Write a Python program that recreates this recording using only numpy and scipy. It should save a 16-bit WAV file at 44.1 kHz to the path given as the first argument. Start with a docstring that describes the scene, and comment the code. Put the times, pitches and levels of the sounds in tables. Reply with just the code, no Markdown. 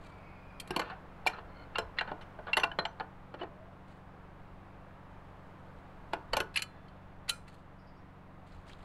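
"""A pipe wrench working a fitting at the foot of a steel well casing, outdoors, on a mono microphone.
The jaws knock, slip and bite, ringing the clamped steel and the pit around it; the threads rub and
squeak under load. Loose, the wrench clinks brightly, and it is laid aside with a last ring.
Then boots shift on gravel. Far off an engine idles in moving air, and a bird chirps near the end."""
import sys
import numpy as np
from scipy import signal
from scipy.fft import rfft, irfft
from scipy.io import wavfile
from scipy.ndimage import uniform_filter1d, minimum_filter1d

SR = 44100
rng = np.random.default_rng(int(sys.argv[2]) if len(sys.argv) > 2 else 0)


def transcribe(signal):
    """Save signal, clipped to [-1, 1], as a 16-bit WAV file at the path in sys.argv[1]."""
    frames = np.atleast_2d(signal).T
    limited = np.clip(frames, -1, 1)
    pcm = np.round(limited * 32767).astype(np.int16)
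    wavfile.write(sys.argv[1], SR, pcm)


N = 390240
TIME, BLOW_TIME = np.arange(N) / SR, np.arange(SR // 2) / SR
BLOW_SIZE = np.sqrt(.02 * SR)   # turns energy 1 into rms 1 over 20 ms

# The wrench clamped on the casing. Each row: mode in Hz, relative level in dB, t60 in seconds.
CLAMPED_MODES = [(515, -10.5, 0.035), (679, -15.5, 0.13), (881, 0.5, 0.039), (994, -30, 0.16),
                 (1095, -30, .2), (1466, -0.5, 0.051), (1573, -19.5, 0.16), (1820, -29, 0.046),
                 (2377, -7.5, 0.065), (2790, -6.5, 0.062), (3000, -5.5, 0.053), (4120, -3, 0.025),
                 (4386, -4.5, 0.03), (5460, -34, 0.079), (6020, -43, 0.16), (7540, -19.5, 0.049),
                 (8870, -26, 0.036), (11320, -22.5, 0.033), (15000, -36, 0.03)]
# Short-lived resonances of the wrench, clamped and free. Each row: frequency in Hz, density in dB.
CLAMPED_COLOUR = [(150, -12), (270, -11), (400, -4), (520, -2.5), (700, 0), (900, 3), (1500, 0),
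                  (2000, -2.5), (3000, -4), (4400, -17), (5200, -21.5), (10500, -32.5), (12500, -41.5),
                  (16000, -64)]
FREE_COLOUR = [(200, -18.5), (700, -12.5), (1400, -3), (2600, 0.5), (3500, -3), (4500, -2), (5500, -7),
               (9000, 2), (12000, -12.5), (13500, -21.5), (16000, -30)]
# Edges in Hz of a blow's six bands: low, body, bite, crack, tick and top.
BAND_EDGES = [150, 700, 1800, 4800, 9500, 12500, 16000]


def from_db(db):
    """Decibels to gain."""
    return 10 ** (np.asarray(db) / 20)


def rms_one(x):
    """Scale to rms 1."""
    return x / np.sqrt(np.mean(x ** 2) + 1e-20)


def energy_one(x):
    """Scale to energy 1."""
    return x / np.sqrt(np.sum(x ** 2) + 1e-20)


def dying(t, t60):
    """Decay by 60 dB every t60 seconds."""
    return from_db(-60 * t / t60)


def band(x, low_hz, high_hz, order=3):
    """Causal band-pass."""
    sos = signal.butter(order, [low_hz, min(high_hz, SR / 2 - 1)], "band", fs=SR, output="sos")
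    return signal.sosfilt(sos, x + 1e-18)


def coloured(colour, size):
    """Noise with a given spectrum, rms 1."""
    hz, db = np.transpose(colour)
    log_hz = np.log(np.arange(size // 2 + 1) * SR / size + 0.0011)
    gains = from_db(np.interp(log_hz, np.log(hz), db))
    return rms_one(irfft(rfft(rng.standard_normal(size)) * gains, size))


def drift(rate_hz):
    """Random wander, spread about 1."""
    points = rng.standard_normal(int(N / SR * rate_hz) + 2)
    return np.interp(TIME * rate_hz, np.arange(len(points)), points)


def grains(per_s, spread_db):
    """Random tiny slips of uneven size."""
    sizes = from_db(spread_db * np.minimum(rng.exponential(1, N), 4)) * rng.standard_normal(N)
    return sizes * (rng.random(N) < per_s / SR)


def strokes(table, attack_s, release_t60):
    """Level of a run of movements: each builds up, holds and dies away."""
    return sum(from_db(db) * np.clip((TIME - s) / attack_s, 0, 1)
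               * dying(np.clip(TIME - s - length, 0, 2), release_t60) for s, length, db in table)


def glides(table, waver, overtone_db):
    """Thin unsteady tones with a faint octave that swell, slide and fade."""
    out = np.zeros(N)
    for s, length, start_hz, end_hz, db in table:
        span = slice(max(int(s * SR), 0), int((s + length) * SR))
        along = np.clip((TIME[span] - s) / length, 0, 1)
        hz = (start_hz + (end_hz - start_hz) * along) * (1 + waver * drift(450)[span])
        phase = 2 * np.pi * np.cumsum(hz) / SR
        tone = np.sin(phase) + from_db(overtone_db) * np.sin(2 * phase)
        swell = np.sqrt(2 * np.abs(np.sin(np.pi * along)))
        out[span] += from_db(db + 3.2 * drift(55)[span]) * swell * tone
    return out


def chatter(ms, slips_db, skips_per_s=2500):
    """Contact force: a first impact, then teeth skipping ever more weakly; energy 1."""
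    size = len(BLOW_TIME)
    skips = rng.choice([-1, 1], size) * (rng.random(size) < skips_per_s / SR)
    force = from_db(slips_db) * skips * np.exp(-(BLOW_TIME / (max(ms, 1) / 1000)) ** 4 / 2)
    force[0] = 1
    return energy_one(force)


def blows(table, modes, colour, balance_db, crowd_t60, modes_db, slips_db, rise_s, pivot_hz=1523):
    """Contacts ring steel modes and a crowd of damped ones; heavy blows boom, hard ones crack."""
    out, t = np.zeros(N + len(BLOW_TIME)), BLOW_TIME
    hz, db, t60 = np.transpose(modes)[:, :, None]
    seating = 1 - np.exp(-t / rise_s)   # rust and grit cushion the first instant
    lows, highs = np.array(BAND_EDGES[:-1]), np.array(BAND_EDGES[1:])
    octaves = np.log2(np.sqrt(lows * highs) / pivot_hz)
    for s, ms, level_db, weight, hardness in table:
        force = chatter(ms, slips_db)
        crowd = coloured(colour, len(t)) * dying(t, crowd_t60)
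        crowd = energy_one(signal.fftconvolve(force, crowd)[:len(t)])
        swell = np.sqrt(np.cumsum(force ** 2))   # modes gather energy while the contact lasts
        phase = rng.uniform(0, 2 * np.pi, hz.shape)
        strength = from_db(rng.normal(0, 2.5, hz.shape))
        tuned_hz = hz * rng.normal(1, .002, hz.shape)   # every grip loads the steel differently
        damping = np.exp(.25 * rng.standard_normal(hz.shape))   # and chokes other modes
        rings = from_db(db) * dying(t, t60 / damping)
        steel = np.sum(rings * strength * np.sin(2 * np.pi * tuned_hz * t + phase), axis=0)
        struck = seating * (crowd + from_db(modes_db) * energy_one(steel * swell))
        tilt_db = weight * np.maximum(-octaves, 0) + hardness * np.maximum(octaves, 0)
        gains = from_db(level_db + tilt_db + balance_db)
        blow = sum(gain * energy_one(band(struck, low, high, order=5))
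                   for gain, low, high in zip(gains, lows, highs))
        start = int(s * SR)
        out[start:start + len(t)] += BLOW_SIZE * blow
    return out[:N]


def afterring(x, colour, t60, tail_db, echo_s, echo_db):
    """A dense dying ring, and one scattered echo off the earth bank."""
    t = BLOW_TIME
    tail = energy_one(coloured(colour, len(t)) * dying(t, t60) * np.minimum(t / 0.0057, 1))
    echo = energy_one(rng.standard_normal(len(t)) * (t > echo_s) * dying(np.abs(t - echo_s), 0.015))
    return signal.fftconvolve(x, from_db(tail_db) * tail + from_db(echo_db) * echo)[:N]


def air(gain_db):
    """The outdoor bed: distant machine noise and moving air."""
    # Its spectrum. Each row: frequency in Hz, density in dB.
    air_colour = [(20, 15.5), (40, 14), (70, 6.5), (150, 1.5), (240, 0.5), (400, 0), (700, 2.5),
                  (1100, 0.5), (1600, -5.5), (2500, -14), (4000, -24.5), (6000, -34), (10000, -38.5),
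                  (15500, -42)]
    # Its slow rise and fall. Each row: time in seconds, midrange level in dB before gain_db.
    air_levels = [(0, -58.5), (2.3, -57), (3.4, -60.5), (6.2, -58.5), (7.6, -62), (8.85, -60.5)]
    noise = coloured(air_colour, N)
    level_db = np.interp(TIME, *np.transpose(air_levels)) + gain_db
    return noise / np.std(band(noise, 300, 2000)) * from_db(level_db)


def engine(cycle_hz, wander, flutter_db):
    """A far engine idles, wavering a little; only its low orders carry to the microphone."""
    # Each row: multiple of the cycle rate, rms level in dB.
    orders = [(3, -72), (4, -60.5), (6, -62.5), (7, -68), (8, -61.5), (9, -89.5), (11, -74), (12, -71),
              (14, -74.5)]
    turn = 2 * np.pi * np.cumsum(cycle_hz * (1 + wander * drift(3))) / SR
    return sum(np.sqrt(2) * from_db(db + flutter_db * drift(1.7))
               * np.sin(order * turn + rng.uniform(0, 2 * np.pi)) for order, db in orders)


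def squeaks():
    """Metal under load gives faint squeaks and a groan."""
    # Each row: start and length in seconds, first and last pitch in Hz, level in dB.
    strains = [(0, 0.7, 1405, 1378, -68), (.03, 0.43, 2364, 2150, -65.5), (.14, 0.63, 2530, 2360, -66.5),
               (3.47, 0.28, 558, 713, -60)]
    return glides(strains, waver=0.034, overtone_db=-19)


def scuffs(grit_db):
    """Clothes and boots slide on gravel with a soft, uneven, sandy swish."""
    # Each row: start and length in seconds, level in dB.
    slides = [(0, 0.1, -66.5), (3.87, 0.032, -68), (5.1, 1.36, -81), (7.46, 0.081, -69), (8.46, 0.088, -67),
              (8.655, 0.066, -64), (8.78, 0.023, -71)]
    # The swish. Each row: frequency in Hz, density in dB.
    swish_colour = [(700, 8.5), (2000, 5), (4400, 3), (5400, -11), (7500, -5.5), (9500, -11), (12000, -21),
                    (16000, -26)]
    envelope = strokes(slides, attack_s=0.016, release_t60=0.44)
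    return envelope * coloured(swish_colour, N) * from_db(grit_db * drift(250))


def steel_tones(rise_s):
    """Brief single tones at the blows: short squeals, grunts and lingering rings of the steel."""
    # Each row: start in seconds, pitch in Hz, level in dB, length in milliseconds.
    brief_tones = [(0.598, 3195, -49, 8.8), (.707, 350, -43, 14), (.708, 1596, -46.5, 40),
                   (0.764, 342, -42, 13), (.795, 1514, -43.5, 16), (1.264, 820, -32, 2),
                   (1.27, 2376, -28.5, 9.5), (1.269, 5400, -50, 19), (1.333, 4100, -59, 7.7),
                   (1.755, 2780, -38, 13), (1.756, 1355, -42, 7.4), (1.786, 7520, -60, 18),
                   (1.785, 4060, -45, 11), (1.788, 5250, -54, 15), (1.985, 1920, -34.5, 8),
                   (1.989, 2780, -41, 14), (1.988, 4090, -44, 7.6), (2.114, 424, -45, 10),
                   (2.531, 2744, -27, 11.5), (2.568, 1490, -35.5, 4.8), (2.58, 6000, -54.5, 42),
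                   (2.571, 11170, -45.5, 9.2), (2.633, 2740, -29.5, 11.4), (2.633, 1464, -36, 8.3),
                   (2.787, 670, -36.5, 4.3), (2.715, 1626, -46, 6), (2.715, 3000, -48.5, 8),
                   (2.789, 4100, -38, 15), (2.853, 7460, -62, 15), (2.87, 6000, -72, 37),
                   (2.998, 4200, -55, 3.4), (3.413, 2960, -48.5, 13), (3.412, 350, -42.5, 24),
                   (6.133, 890, -34.5, 7), (6.333, 533, -38, 9.2), (6.368, 245, -45.5, 10),
                   (6.332, 4470, -39.5, 7.9), (6.368, 873, -39, 14), (6.368, 1458, -39.5, 15),
                   (6.37, 543, -37, 10), (6.403, 1470, -43, 22), (6.558, 2630, -34, 9.3),
                   (6.563, 11130, -43, 7.4), (6.571, 2400, -34.5, 9.3), (6.572, 2850, -36, 3.9),
                   (7.293, 3046, -39.5, 17), (7.292, 495, -59, 20), (7.293, 903, -51.5, 9.7),
                   (7.295, 4030, -34, 7.5), (7.297, 1390, -46, 40)]
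    out, t = np.zeros(N + len(BLOW_TIME)), BLOW_TIME
    for s, hz, db, ms in brief_tones:
        envelope = (1 - np.exp(-t / rise_s)) ** 2 * np.exp(-(t / (ms / 1000)) ** 2)
        tone = energy_one(envelope * np.sin(2 * np.pi * hz * t))
        start = int(s * SR)
        out[start:start + len(t)] += BLOW_SIZE * from_db(db) * tone
    return out[:N]


def casing_ring(jaws):
    """The casing and the pit around it ring on after the jaws."""
    # Each row: frequency in Hz, density in dB.
    pit_colour = [(100, -15), (300, 6), (550, 1.5), (850, 1), (1010, 7), (1200, 0), (1600, 2.5),
                  (2000, -10), (5000, -10.5), (16000, -17)]
    return afterring(jaws, pit_colour, t60=0.22, tail_db=-16.5, echo_s=0.031, echo_db=-29)


def clinks():
    """The loose wrench rattles against itself and rings brightly, with a faint tail and echo."""
    # Each row: start in seconds, chatter in milliseconds, base level in dB, then weight (bass lift)
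    # and hardness (treble lift) in dB per octave.
    rattles = [(0.599, 1.7, -61, -9, 4.5), (0.674, 3.5, -71.5, 10, 3), (6.541, 10, -60, -1, -3),
               (6.558, 4.3, -40, -7, -5.5), (6.571, 4.4, -37.5, -28, -5.5), (6.591, 4.1, -51, 2.5, -4),
               (6.62, 1.3, -47, -13, 1), (6.882, 2.6, -67.5, -1, -9), (7.28, 5.2, -55, 1, -7),
               (7.2875, 3.7, -49, -2, -4), (7.293, 2, -47.5, -2, 4), (7.478, 8.1, -67, 2, -2.5),
               (7.541, 1.5, -82, 0, 2)]
    # The wrench ringing freely. Each row: mode in Hz, relative level in dB, t60 in seconds.
    free_modes = [(1295, -14, 0.27), (1490, -17, 0.25), (2000, -24.5, .12), (2440, -12, 0.17),
                  (2690, -7, 0.09), (3000, -5, 0.1), (4118, -30, 0.45), (4200, 5.5, 0.049),
                  (4480, -6.5, 0.09), (5360, -26, .2), (6940, -16.5, 0.12), (7630, -7, 0.07),
                  (9050, -23, 0.25), (11350, 3.5, 0.045), (14960, -10, .06)]
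    # An average clink's six bands in dB, low to top.
    balance_db = [-13.5, 1, 8.5, -0.5, -7, -18]
    direct = blows(rattles, free_modes, FREE_COLOUR, balance_db,
                   crowd_t60=0.042, modes_db=-7.5, slips_db=-10.0, rise_s=0.0007)
    return direct + afterring(direct, FREE_COLOUR, t60=0.19, tail_db=-26.5, echo_s=0.018, echo_db=-34)


def thuds(pitch_hz):
    """Heavy shoves rock the ground for a few cycles."""
    # Each row: start in seconds, level in dB, length in seconds.
    shoves = [(0.69, -51, 0.028), (1.79, -48, 0.088), (6.323, -42, 0.04), (6.35, -55, 0.028),
              (6.406, -45.5, 0.027), (8.546, -49.5, 0.054)]
    swell = sum(from_db(db) * np.exp(-((TIME - s - length / 2) / length) ** 2 * 2)
                for s, db, length in shoves)
    return swell * rms_one(band(rng.standard_normal(N), pitch_hz / 2, pitch_hz * 2, order=2))


def scrapes(ring_t60, modes_db, dull_hz):
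    """Dragging teeth send a dense run of tiny slips, dulled by rust, into the clamped steel."""
    # Drags into and out of a bite. Each row: start and length in seconds, force level in dB.
    drags = [(.692, 0.012, -52), (.725, 0.043, -50.5), (.83, 0.09, -50), (1.252, .011, -48),
             (1.3, 0.075, -52), (1.745, .01, -48), (1.774, 0.0067, -42.5), (1.968, 0.016, -44),
             (2.03, 0.078, -63), (2.59, 0.026, -47), (3.385, 0.037, -49.5), (6.126, 0.004, -45),
             (6.325, 0.065, -43)]
    t = BLOW_TIME
    steel = sum(from_db(db) * dying(t, t60) * np.sin(2 * np.pi * hz * t) for hz, db, t60 in CLAMPED_MODES)
    crowd = energy_one(coloured(CLAMPED_COLOUR, len(t)) * dying(t, ring_t60))
    body = energy_one(crowd + from_db(modes_db) * energy_one(steel))
    slips = rms_one(grains(per_s=3000, spread_db=-1.5))
    force = strokes(drags, attack_s=0.0024, release_t60=0.12) * slips
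    return band(signal.fftconvolve(force, body)[:N], BAND_EDGES[0], dull_hz, order=2)


def knocks():
    """The jaws strike the fitting and the clamped steel rings briefly."""
    # Each row: start in seconds, chatter in milliseconds, base level in dB, then weight (bass lift)
    # and hardness (treble lift) in dB per octave.
    strikes = [(.706, 1.7, -50, 6.5, 10), (.7625, 3.1, -40.5, 4.5, 9), (.794, 5.2, -41.5, 4, 7.5),
               (.815, 6.7, -42, 0.5, -0.5), (.899, 7.6, -48, -1, -3.5), (.916, 18, -45.5, -3.5, -20),
               (1.264, 4.8, -41.5, 3.5, 7), (1.269, 8, -37, -26, 7.5), (1.295, 5.3, -52, -12, 4),
               (1.333, 11, -49, -1.5, -18), (1.385, 5.7, -51, 2, -4.5), (1.756, 4.3, -29, -31, -12),
               (1.7835, 2.7, -40.5, 5, 7), (1.986, 4.2, -23.5, -49, -8.5), (2.0095, 1.6, -34, -3, -3.5),
               (2.074, 26, -45, 1, -7), (2.114, 6.1, -47.5, 5.5, -6), (2.211, 20, -55.5, -2, 3),
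               (2.387, 6.4, -57.5, 7, -7), (2.468, 35, -41.5, 0.5, -8), (2.532, 2.6, -31, -27, -0.5),
               (2.568, 9.6, -31, 0.5, 5.5), (2.598, 3.3, -44.5, 0, 6), (2.634, 6.5, -34, 1, 4),
               (2.715, 4.7, -51, 0.5, -2.5), (2.787, 4.1, -35, 2, -0.5), (2.852, 2.3, -29.5, -19, -4.5),
               (2.998, 3.1, -44.5, 0.5, -4), (3.005, 3.5, -42.5, 2, -8), (3.34, 5.8, -53.5, 6, -0.5),
               (3.413, 11, -51, 6, -6), (3.431, 5.6, -54.5, 8, -0.5), (6.132, 4.6, -43, 5, 5),
               (6.3325, 5.3, -37.5, 2, 5.5), (6.3675, 2.6, -42, 4.5, 11), (6.402, 3.3, -41.5, 4, 9)]
    # An average knock's six bands in dB, low to top.
    balance_db = [-5, 1, -4, -25, -37.5, -55]
    return blows(strikes, CLAMPED_MODES, CLAMPED_COLOUR, balance_db,
                 crowd_t60=0.036, modes_db=-5.0, slips_db=-5.5, rise_s=0.00024)


def threads():
    """On each pull, fine stick-slip in the threads sings faintly in the fitting."""
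    # Each row: start and length in seconds, level in dB.
    pulls = [(1.48, .06, -70), (1.545, 0.095, -59.5)]
    # Resonances of the threads. Each row: centre and width in Hz, relative level in dB.
    rub_peaks = [(1410, 90, 13), (2145, 110, 11.5), (3030, 120, 5), (4290, 220, 6)]
    slips = grains(per_s=1500, spread_db=3.0)
    rub = sum(from_db(db) * rms_one(band(slips, hz - width / 2, hz + width / 2, order=2))
              for hz, width, db in rub_peaks)
    return strokes(pulls, attack_s=0.011, release_t60=0.084) * rms_one(rub)


def singing():
    """Once off the fitting, nothing damps the handle and its thin ring hangs on after a clink."""
    # Each row: start in seconds, base level in dB.
    onsets = [(6.571, -69.5), (7.294, -78)]
    # The longest-lived partials. Each row: pitch in Hz, relative level in dB, t60 in seconds.
    partials = [(1335, 0, 1.6), (1690, 3.5, 1.7), (1960, -5, 1.5), (2690, -5, 1.4), (3490, -6, 2.2)]
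    out = np.zeros(N)
    for s, level_db in onsets:
        t = np.maximum(TIME - s, 0)
        for hz, db, t60 in partials:
            out += np.sqrt(2) * from_db(level_db + db) * dying(t, t60) * np.sin(2 * np.pi * hz * t)
    return out


def buzzes(spring_db, spring_t60):
    """The loose jaw rattles to rest: a gritty, bright tail with the ring of its spring inside."""
    # Each row: start and length in seconds, force level in dB, pitch of the spring in Hz.
    jolts = [(6.614, 0.007, -71, 7750), (7.298, .012, -52.5, 9130)]
    out, t = np.zeros(N), BLOW_TIME
    for s, length, db, hz in jolts:
        envelope = strokes([(s, length, db)], attack_s=.003, release_t60=.24)
        force = envelope * rms_one(grains(per_s=4100, spread_db=1.0))
        jaw = energy_one(coloured(FREE_COLOUR, len(t)) * dying(t, .015))
        spring = energy_one(dying(t, spring_t60) * np.sin(2 * np.pi * hz * t))
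        out += signal.fftconvolve(force, jaw + from_db(spring_db) * spring)[:N]
    return out


def bird(trees_t60):
    """A far bird's rising chirps, blurred by trees on their way to the microphone."""
    # Each row: start and length in seconds, first and last pitch in Hz, level in dB.
    chirps = [(7.78, 0.032, 4600, 5350, -77), (7.85, 0.044, 4530, 5200, -75),
              (7.925, 0.055, 4400, 5250, -78)]
    trees = energy_one(rng.standard_normal(len(BLOW_TIME)) * dying(BLOW_TIME, trees_t60))
    return signal.fftconvolve(glides(chirps, waver=0.076, overtone_db=-27), trees)[:N]


def crunches(width, grit_db):
    """A stone under a boot grinds briefly around its own pitch, with grit spitting above and below."""
    # Each row: start and length in seconds, pitch in Hz, level in dB.
    stones = [(8.519, .008, 4200, -67), (8.683, .008, 4300, -64.5), (8.694, 0.0076, 2120, -51),
              (8.705, .012, 2900, -63), (8.721, 0.013, 3540, -60), (8.803, 0.0074, 2930, -65)]
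    slips = grains(per_s=2700, spread_db=3.0)
    grit = from_db(grit_db) * rms_one(band(slips, 1200, 8000))
    out = np.zeros(N)
    for s, length, hz, db in stones:
        stone = rms_one(band(slips, hz / (1 + width), hz * (1 + width), order=2))
        out += strokes([(s, length, db)], attack_s=0.0028, release_t60=0.041) * (stone + grit)
    return out


def scene():
    """Wrench, pit and distant background at one microphone, alike in both channels."""
    jaws = knocks() + steel_tones(rise_s=0.00071) + scrapes(ring_t60=0.096, modes_db=-7.5, dull_hz=3000)
    loose = clinks() + singing() + buzzes(spring_db=-8.5, spring_t60=.06)
    rubbing = threads() + squeaks()
    ground = thuds(pitch_hz=38.0) + scuffs(grit_db=4.5) + crunches(width=0.18, grit_db=-19)
    idle = engine(cycle_hz=23.4, wander=0.00397, flutter_db=-0.05)
    background = idle + air(gain_db=2.5) + bird(trees_t60=.24)
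    mono = jaws + casing_ring(jaws) + loose + rubbing + ground + background
    return np.array([mono, mono])


def limiter(x, ceiling_db):
    """The gain dips for a few milliseconds around peaks above the ceiling."""
    gain = np.minimum(1, from_db(ceiling_db) / (np.abs(x).max(axis=0) + 1e-9))
    return x * uniform_filter1d(minimum_filter1d(gain, size=177), size=177)


def record(dry):
    """The sharpest peaks are held down and the top is cut steeply at 15.8 kHz."""
    held = limiter(dry, ceiling_db=-7.0)
    return signal.sosfilt(signal.ellip(10, .2, 80, 15800, fs=SR, output="sos"), held)


dry = scene()
out = record(dry)
transcribe(out)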